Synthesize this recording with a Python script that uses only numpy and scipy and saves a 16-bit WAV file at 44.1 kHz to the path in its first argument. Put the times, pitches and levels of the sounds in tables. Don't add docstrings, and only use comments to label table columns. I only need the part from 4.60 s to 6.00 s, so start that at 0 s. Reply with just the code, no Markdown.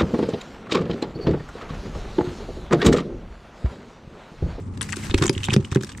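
import sys
import numpy as np
from scipy import signal
from scipy.fft import rfft, irfft, next_fast_len
from scipy.io import wavfile
from scipy.ndimage import uniform_filter1d, map_coordinates

SR = 44100
rng = np.random.default_rng(int(sys.argv[2]) if len(sys.argv) > 2 else 0)


def makeup_ratio(level_db):
    decades = np.asarray(level_db, float) / 20
    return 10 ** decades


def to_wav(s):
    ch = np.atleast_2d(s).T
    pcm = np.round(np.clip(ch, -1, 1) * 32767)
    wavfile.write(sys.argv[1], SR, pcm.astype(np.int16))


N = 61739

# (time [s], peak level [dB], favoured pitch [Hz], brightness [dB])
THUMPS = [(0.37, -26, 212, 6.5), (0.515, -24.5, 104, 3), (0.5424, -6.5, 57.7, -1.5), (0.596, -18.5, 95, 3),
          (0.614, -10.5, 138, -6), (.624, -11, 107, 30.5), (0.647, -14, 200, 3), (0.664, -20, 210, 0.5),
          (0.6963, -7.5, 144, -0.5), (0.764, -16, 95, -5), (.800, -29.5, 95, -31),
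          (0.886, -12.5, 151, -10.5), (0.925, -13.5, 119, -3.5), (.942, -14.5, 150, 0),
          (0.9639, -5, 170, -3), (0.995, -16, 128, -4.5), (1.044, -31, 203, 0), (1.119, -15, 95, -7.5),
          (1.1599, -5.5, 167, -1.5), (1.209, -22.5, 151, -1), (1.237, -24.5, 190, 0.5)]
# (time [s], peak level [dB], favoured pitch [Hz], brightness [dB])
LIFTS = [
    (.492, -18, 59, -23),
    (0.58, -18.5, 50, -16),
]
# (pitch [Hz], time to fall 60 dB [s], direction of first swing [+1 or -1])
DECK_MODES = [(52.3, 0.07, -1), (95, 0.12, 1), (127.8, 0.09, 1), (154.3, 0.053, -1), (203.2, 0.087, -1)]
# (pitch [Hz], level [dB], time to fall 60 dB [s])
PANEL_MODES = [(290.4, 2.5, 0.035), (347, 2, 0.043), (382.7, -8.5, 0.092), (474, -11.5, 0.048),
               (554, -24, 0.15)]
# (time [s], peak level [dB], length [ms], tilt [dB per octave])
SLAPS = [(.174, -26.5, 3, 0), (0.2101, -15.5, 2.1, -3.5), (0.214, -14, 4.4, -3),
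         (0.226, -18, 4.5, 2.5), (0.286, -26, 21, 3.5), (0.322, -19, 11.5, 0.5),
         (.358, -20, 6.9, 5.5), (.367, -16.5, 3.3, -1), (.496, -20, 16.2, -4.5),
         (.510, -23, 3.9, -12), (0.541, -8, 2.6, -7.5), (0.544, -7.5, 1.73, 0.5),
         (0.577, -15, 10, -0.5), (0.5836, -16, 3.2, -1.5), (0.611, -19.5, 11.6, -7),
         (.622, -8.5, 6.2, -1.5), (.633, -12.5, 9.8, -8), (.6355, -13, 3.2, 2),
         (0.6388, -7.5, 3.2, 0.5), (.648, -15.5, 6.7, -4), (0.6569, -7.5, 2.35, 0.5),
         (.660, -14.5, 5.7, -7.5), (.665, -18, 4.3, 3), (.678, -16, 4.2, -0.5),
         (.6935, -18, 2.2, 3.5), (0.6952, 0, 0.87, -1), (0.706, -24, 3.4, 14), (0.727, -22, 11, 4.5),
         (0.78, -16, 1.14, -1), (0.833, -13.5, 2, 1.5), (0.839, -14.5, 16, 4.5), (.899, -28.5, 23, 0),
              (.916, -20, 13.7, -6), (.932, -13, 4.4, 1), (.9375, -5.5, 4.2, 1.5),
              (.943, -22.5, 9.4, -10.5), (0.9635, 3, 0.84, -7.5), (1.044, -30.5, 12, 1.5),
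              (1.105, -40, 9.9, 0), (1.115, -22.5, 10, 0.5), (1.126, -23.5, 6.7, -6),
              (1.1475, -14.5, 3.5, 3), (1.151, -23, 6.9, -5.5), (1.1585, -11, 3.4, -7.5),
              (1.1705, -20.5, 2.1, -8), (1.190, -43.5, 5.1, 14), (1.208, -27.5, 7.4, -0.5),
              (1.224, -19.5, 3.9, 6), (1.2325, -20.5, 5.4, 2), (1.246, -17.5, 2.3, 4.5),
              (1.290, -25.5, 12, -1), (1.373, -25.5, 8.8, 6), (0.8851, -10.5, 3.4, -8.5),
              (1.002, -30, 8.5, -4), (1.025, -39, 2.9, 1), (1.266, -32, 13, 3), (1.317, -25.5, 3.7, -0.5),
              (1.324, -30, 3.1, 2), (1.395, -30, 3.2, 6)]
# (frequency [Hz], level per Hz [dB])
SKIN_COLOUR = [(250, -62.5), (600, -6), (1000, 0.5), (3400, -3.5), (7000, -9.5), (14000, -11)]
# (time [s], peak level [dB], pitch [Hz])
TICKS = [(0.2104, -13, 1660), (0.2895, -18, 2080), (0.3289, -7.5, 1870), (0.3393, -13.5, 1570),
         (0.511, -10.5, 3430), (.5405, -18, 3670), (0.5441, -2, 2160), (0.5826, -15, 3170),
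         (0.751, -14.5, 2890), (0.7783, -10.5, 2920), (0.8041, -23, 2750), (0.832, -9, 2900),
         (.8343, -11, 3000), (.8545, -16.5, 3340), (.858, -18, 3300), (.8585, -16, 7500), (.872, -18, 3000),
         (0.8412, -5, 2760), (0.8504, -12, 3620), (0.8657, -17, 3540), (0.885, -5.5, 1284),
         (0.8984, -10.5, 2510), (0.9052, -2.5, 2560), (0.9369, -3.5, 3110), (1.0483, -13.5, 2920),
         (1.1587, -9, 1585), (1.2346, -14, 1655), (1.3493, -23.5, 1880), (.2165, 3.5, 9420),
         (.323, -13, 2690), (.2105, -13, 3560), (.219, -13, 3000), (.2255, -11.5, 8000), (.230, -7, 9400),
         (.293, -18, 1980), (.3245, -12.5, 7700), (.3325, -10.5, 1956), (.368, -4.5, 9220),
         (.6662, -5, 6830), (.679, -9.5, 7400), (.6965, 0, 10000), (1.383, -22.5, 1980),
         (.2115, -15.5, 1040), (.626, -16, 960), (.697, -8.5, 920), (.9638, -12, 2450), (1.1715, -19, 2000),
         (1.272, -27, 2120), (1.334, -29, 2920)]
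# (time [s], left over right [dB])
FISH_PLACE = [(.2, 6), (.45, 4.5), (.55, 0.5), (1.05, -0.5), (1.4, 0)]
# (time [s], level [dB])
HULL_LEVEL = [(0, -36), (.5, -34.5), (.9, -35.5), (1.1, -36), (1.25, -39.5), (1.4, -41)]
# (frequency [Hz], level per Hz [dB])
HULL_COLOUR = [(12, -97), (20, -30), (97, -13.5), (262, -23), (328, -29.5), (700, -45), (910, -52),
               (1540, -120)]
# (pitch [Hz], level [dB], middle [s], half length [s])
HUMS = [
    (92.32, -32, 0, 0.37),
    (210.5, -36, 0.383, 0.14),
]
# (time [s], level [dB])
CLOTH_LEVEL = [(0, -54.5), (.2, -55), (.225, -32.5), (.3, -46.5), (.4, -36), (.46, -36), (.52, -41),
               (.56, -44.5), (.62, -33), (.7, -62), (.74, -45.5), (.82, -40), (.92, -43), (.98, -51),
               (1.09, -50), (1.22, -47.5), (1.4, -51)]
# (frequency [Hz], level per Hz [dB])
CLOTH_COLOUR = [(300, -42), (600, 0), (1200, -1), (2000, 0.5), (3700, -8), (7500, -11.5), (14000, -4.5)]
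# (frequency [Hz], level per Hz [dB])
AIR_COLOUR = [(300, -20), (600, 0.5), (1200, -0.5), (1600, -14), (4000, -45), (7800, -42), (12000, -45)]
# (frequency [Hz], side under mid [dB])
STEREO_WIDTH = [(25, -7), (60, -18), (300, -15.5), (800, -3.5), (4000, -8.5), (9000, -0.5)]
# (frequency [Hz], level [dB])
MICROPHONE = [(500, 0.5), (650, -11), (800, -4), (8300, 3), (8900, -11), (9700, -5.5),
              (10700, -13), (11500, -20.5), (12500, -16.5), (14700, -21.5), (16400, -48)]


def unit(x):
    return x / np.sqrt(np.mean(x ** 2) + 1e-20)


def along(points, hz):
    f, v = np.transpose(points)
    return np.interp(np.log(hz + 1), np.log(f + 1), v)


def curve(rows):
    s, v = np.transpose(rows)
    return np.interp(np.arange(N) / SR, s, v)


def wobble(rate_hz, size=N):
    knots = rng.standard_normal(int(size * 2000 / SR) + 4)
    return map_coordinates(knots, [np.arange(size) * min(rate_hz, 1999) / SR])


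def filtered(x, response):
    m = next_fast_len(x.shape[-1] + 8192)
    gain = response(np.fft.rfftfreq(m, 1 / SR))
    return irfft(rfft(x, m) * gain, m)[..., :x.shape[-1]]


def wide(count):
    noise = rng.standard_normal((2, count))
    mid, side = filtered(noise, lambda hz: makeup_ratio([0 * hz, along(STEREO_WIDTH, hz)]))
    return np.array([mid + side, mid - side])


def rush(colour):
    return unit(filtered(wide(N), lambda hz: makeup_ratio(along(colour, hz))))


def patchy(x, depth_db):
    z = signal.stft(x, nperseg=128)[2]
    field = uniform_filter1d(rng.standard_normal(z.shape[1:]), size=5, axis=0)
    field = uniform_filter1d(field, size=2, axis=1)
    return signal.istft(z * makeup_ratio(depth_db * unit(field)), nperseg=128)[1][:, :N]


def add(out, s, x):
    i = round(s * SR)
    out[..., i:i + x.shape[-1]] += x


def panned(x, s):
    pan_db = np.interp(s, *np.transpose(FISH_PLACE))
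    return x * makeup_ratio(np.array([[pan_db / 2], [-pan_db / 2]]))


def deck_mode(t, hz, db, t60):
    level_db = db + 3.5 * rng.normal() - 60 * t / t60
    return makeup_ratio(level_db) * np.sin(2 * np.pi * hz * t) * (1 - np.exp(-t / 0.0017))


def thumps():
    contact_s, place_db = 0.001, 25
    out, t = np.zeros(N + SR), np.arange(SR // 3) / SR
    for push, (s, db, near_hz, bright_db) in [(1, row) for row in THUMPS] + [(-1, row) for row in LIFTS]:
        ring = 0
        for hz, t60, way in DECK_MODES:
            ring = ring + np.sign(way) * deck_mode(t, hz, -place_db * np.log2(hz / near_hz) ** 2, t60)
        for hz, level_db, t60 in PANEL_MODES:
            ring = ring - deck_mode(t, hz, level_db + bright_db, t60)
        press = np.hanning(max(round(contact_s * makeup_ratio(-.6 * bright_db) * SR), 3))
        blow = np.convolve(ring, press)[:len(t)]
        add(out, s, push * makeup_ratio(db - 5.5) * blow / np.abs(blow).max() * 2)
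    return out[:N]


def slaps():
    release_s, release_grows = 0.0036, 0.94
    sag_db, rise_share = 3, 0.066
    grit_db, grit_hz = 2.5, 878
    out, t = np.zeros((2, N + SR)), np.arange(4096) / SR
    for s, db, length_ms, tilt_db in SLAPS:
        def colour(hz):
            return makeup_ratio(along(SKIN_COLOUR, hz) + tilt_db * np.log2((hz + 1) / 3000))
        noise = unit(filtered(wide(len(t)), colour))
        hold = max(length_ms, 1) / 1000
        rise = 1 - np.exp(-t / (rise_share * hold))
        sag = makeup_ratio(-sag_db * t / hold)
        let_go = np.exp(-np.clip(t - hold, 0, None) / (release_s * (hold / 0.007) ** release_grows))
        grit = makeup_ratio(db - 10.5 + grit_db * wobble(grit_hz, size=len(t)))
        add(out, s, panned(grit * rise * sag * let_go * noise, s))
    return patchy(out[:, :N], 3)


def ticks():
    out, t = np.zeros((2, N + SR)), np.arange(2048) / SR
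    for s, db, hz in TICKS:
        two_ears = np.array([wobble(1550, size=len(t)), wobble(1850, size=len(t))])
        phase = 2 * np.pi * hz * t + 0.51 * two_ears + 0.76 * wobble(1176, size=len(t))
        cycles = 27.3 * (hz / 3000) ** 0.36
        fade = makeup_ratio(1.24 * wobble(980, size=len(t)) - 60 * t * hz / cycles)
        ring = np.sin(phase) * fade * (1 - np.exp(-t / 0.00023))
        add(out, s, panned(makeup_ratio(db - 6) * ring, s))
    return out[:, :N]


def boom(x):
    t60 = 0.076
    tail = wide(SR // 5) * makeup_ratio(-60 * np.arange(SR // 5) / SR / t60)
    return signal.fftconvolve(x, tail / np.linalg.norm(tail[0]), axes=1)[:, :N]


def cloth():
    level_db = curve(CLOTH_LEVEL) + 2.75 * wobble(40.84) + 0.37 * wobble(440)
    return makeup_ratio([[.8], [-.8]]) * makeup_ratio(level_db) * patchy(rush(CLOTH_COLOUR), 2.4)


def hull_rumble():
    return makeup_ratio(curve(HULL_LEVEL) + 1.63 * wobble(14.42)) * rush(HULL_COLOUR)


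def panel_hums():
    t, hum = np.arange(N) / SR, np.zeros(N)
    for hz, db, middle_s, half_s in HUMS:
        swell = makeup_ratio(db + wobble(26.0)) * np.exp(-((t - middle_s) / half_s) ** 4)
        hum += swell * np.sin(2 * np.pi * hz * t + 0.12 * wobble(25.0))
    return hum


def river_air():
    follow_db = (curve(HULL_LEVEL) - curve(HULL_LEVEL)[0]) / 2
    return makeup_ratio(-49 + follow_db) * rush(AIR_COLOUR)


def gated(x):
    gate_hz, gate_db, follows, soft_db, leak_db = 9900, -70.5, 0.53, 2.5, -8
    hz, _, z = signal.stft(x, SR, nperseg=512)
    power = np.mean(np.abs(z) ** 2, axis=0) + 1e-16
    bands = power[:256].reshape(32, 8, -1).mean(axis=1)
    band_db = 10 * np.log10(np.repeat(bands, 8, axis=0))
    over_db = band_db - gate_db - follows * 10 * np.log10(power.sum(axis=0))
    closed = 1 / (1 + np.exp(np.clip(over_db / soft_db, -30, 30)))
    keep = np.where(hz[:256, None] > gate_hz, makeup_ratio(leak_db * closed), 1)
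    return signal.istft(z[:, :257] * np.vstack([keep, keep[-1:]]), nperseg=512)[1][:, :N]


def scene():
    fish = makeup_ratio([[-.3], [.3]]) * thumps() + slaps() + ticks()
    return fish + makeup_ratio(-10) * boom(fish) + cloth() + hull_rumble() + panel_hums() + river_air()


def roll_off(x):
    return signal.sosfilt(signal.butter(12, 16470, fs=SR, output="sos"), x)


def record(dry):
    heard = filtered(dry, lambda hz: makeup_ratio(along(MICROPHONE, hz)))
    mix = gated(heard)
    return roll_off(mix)


dry = scene()
out = record(dry)
to_wav(out)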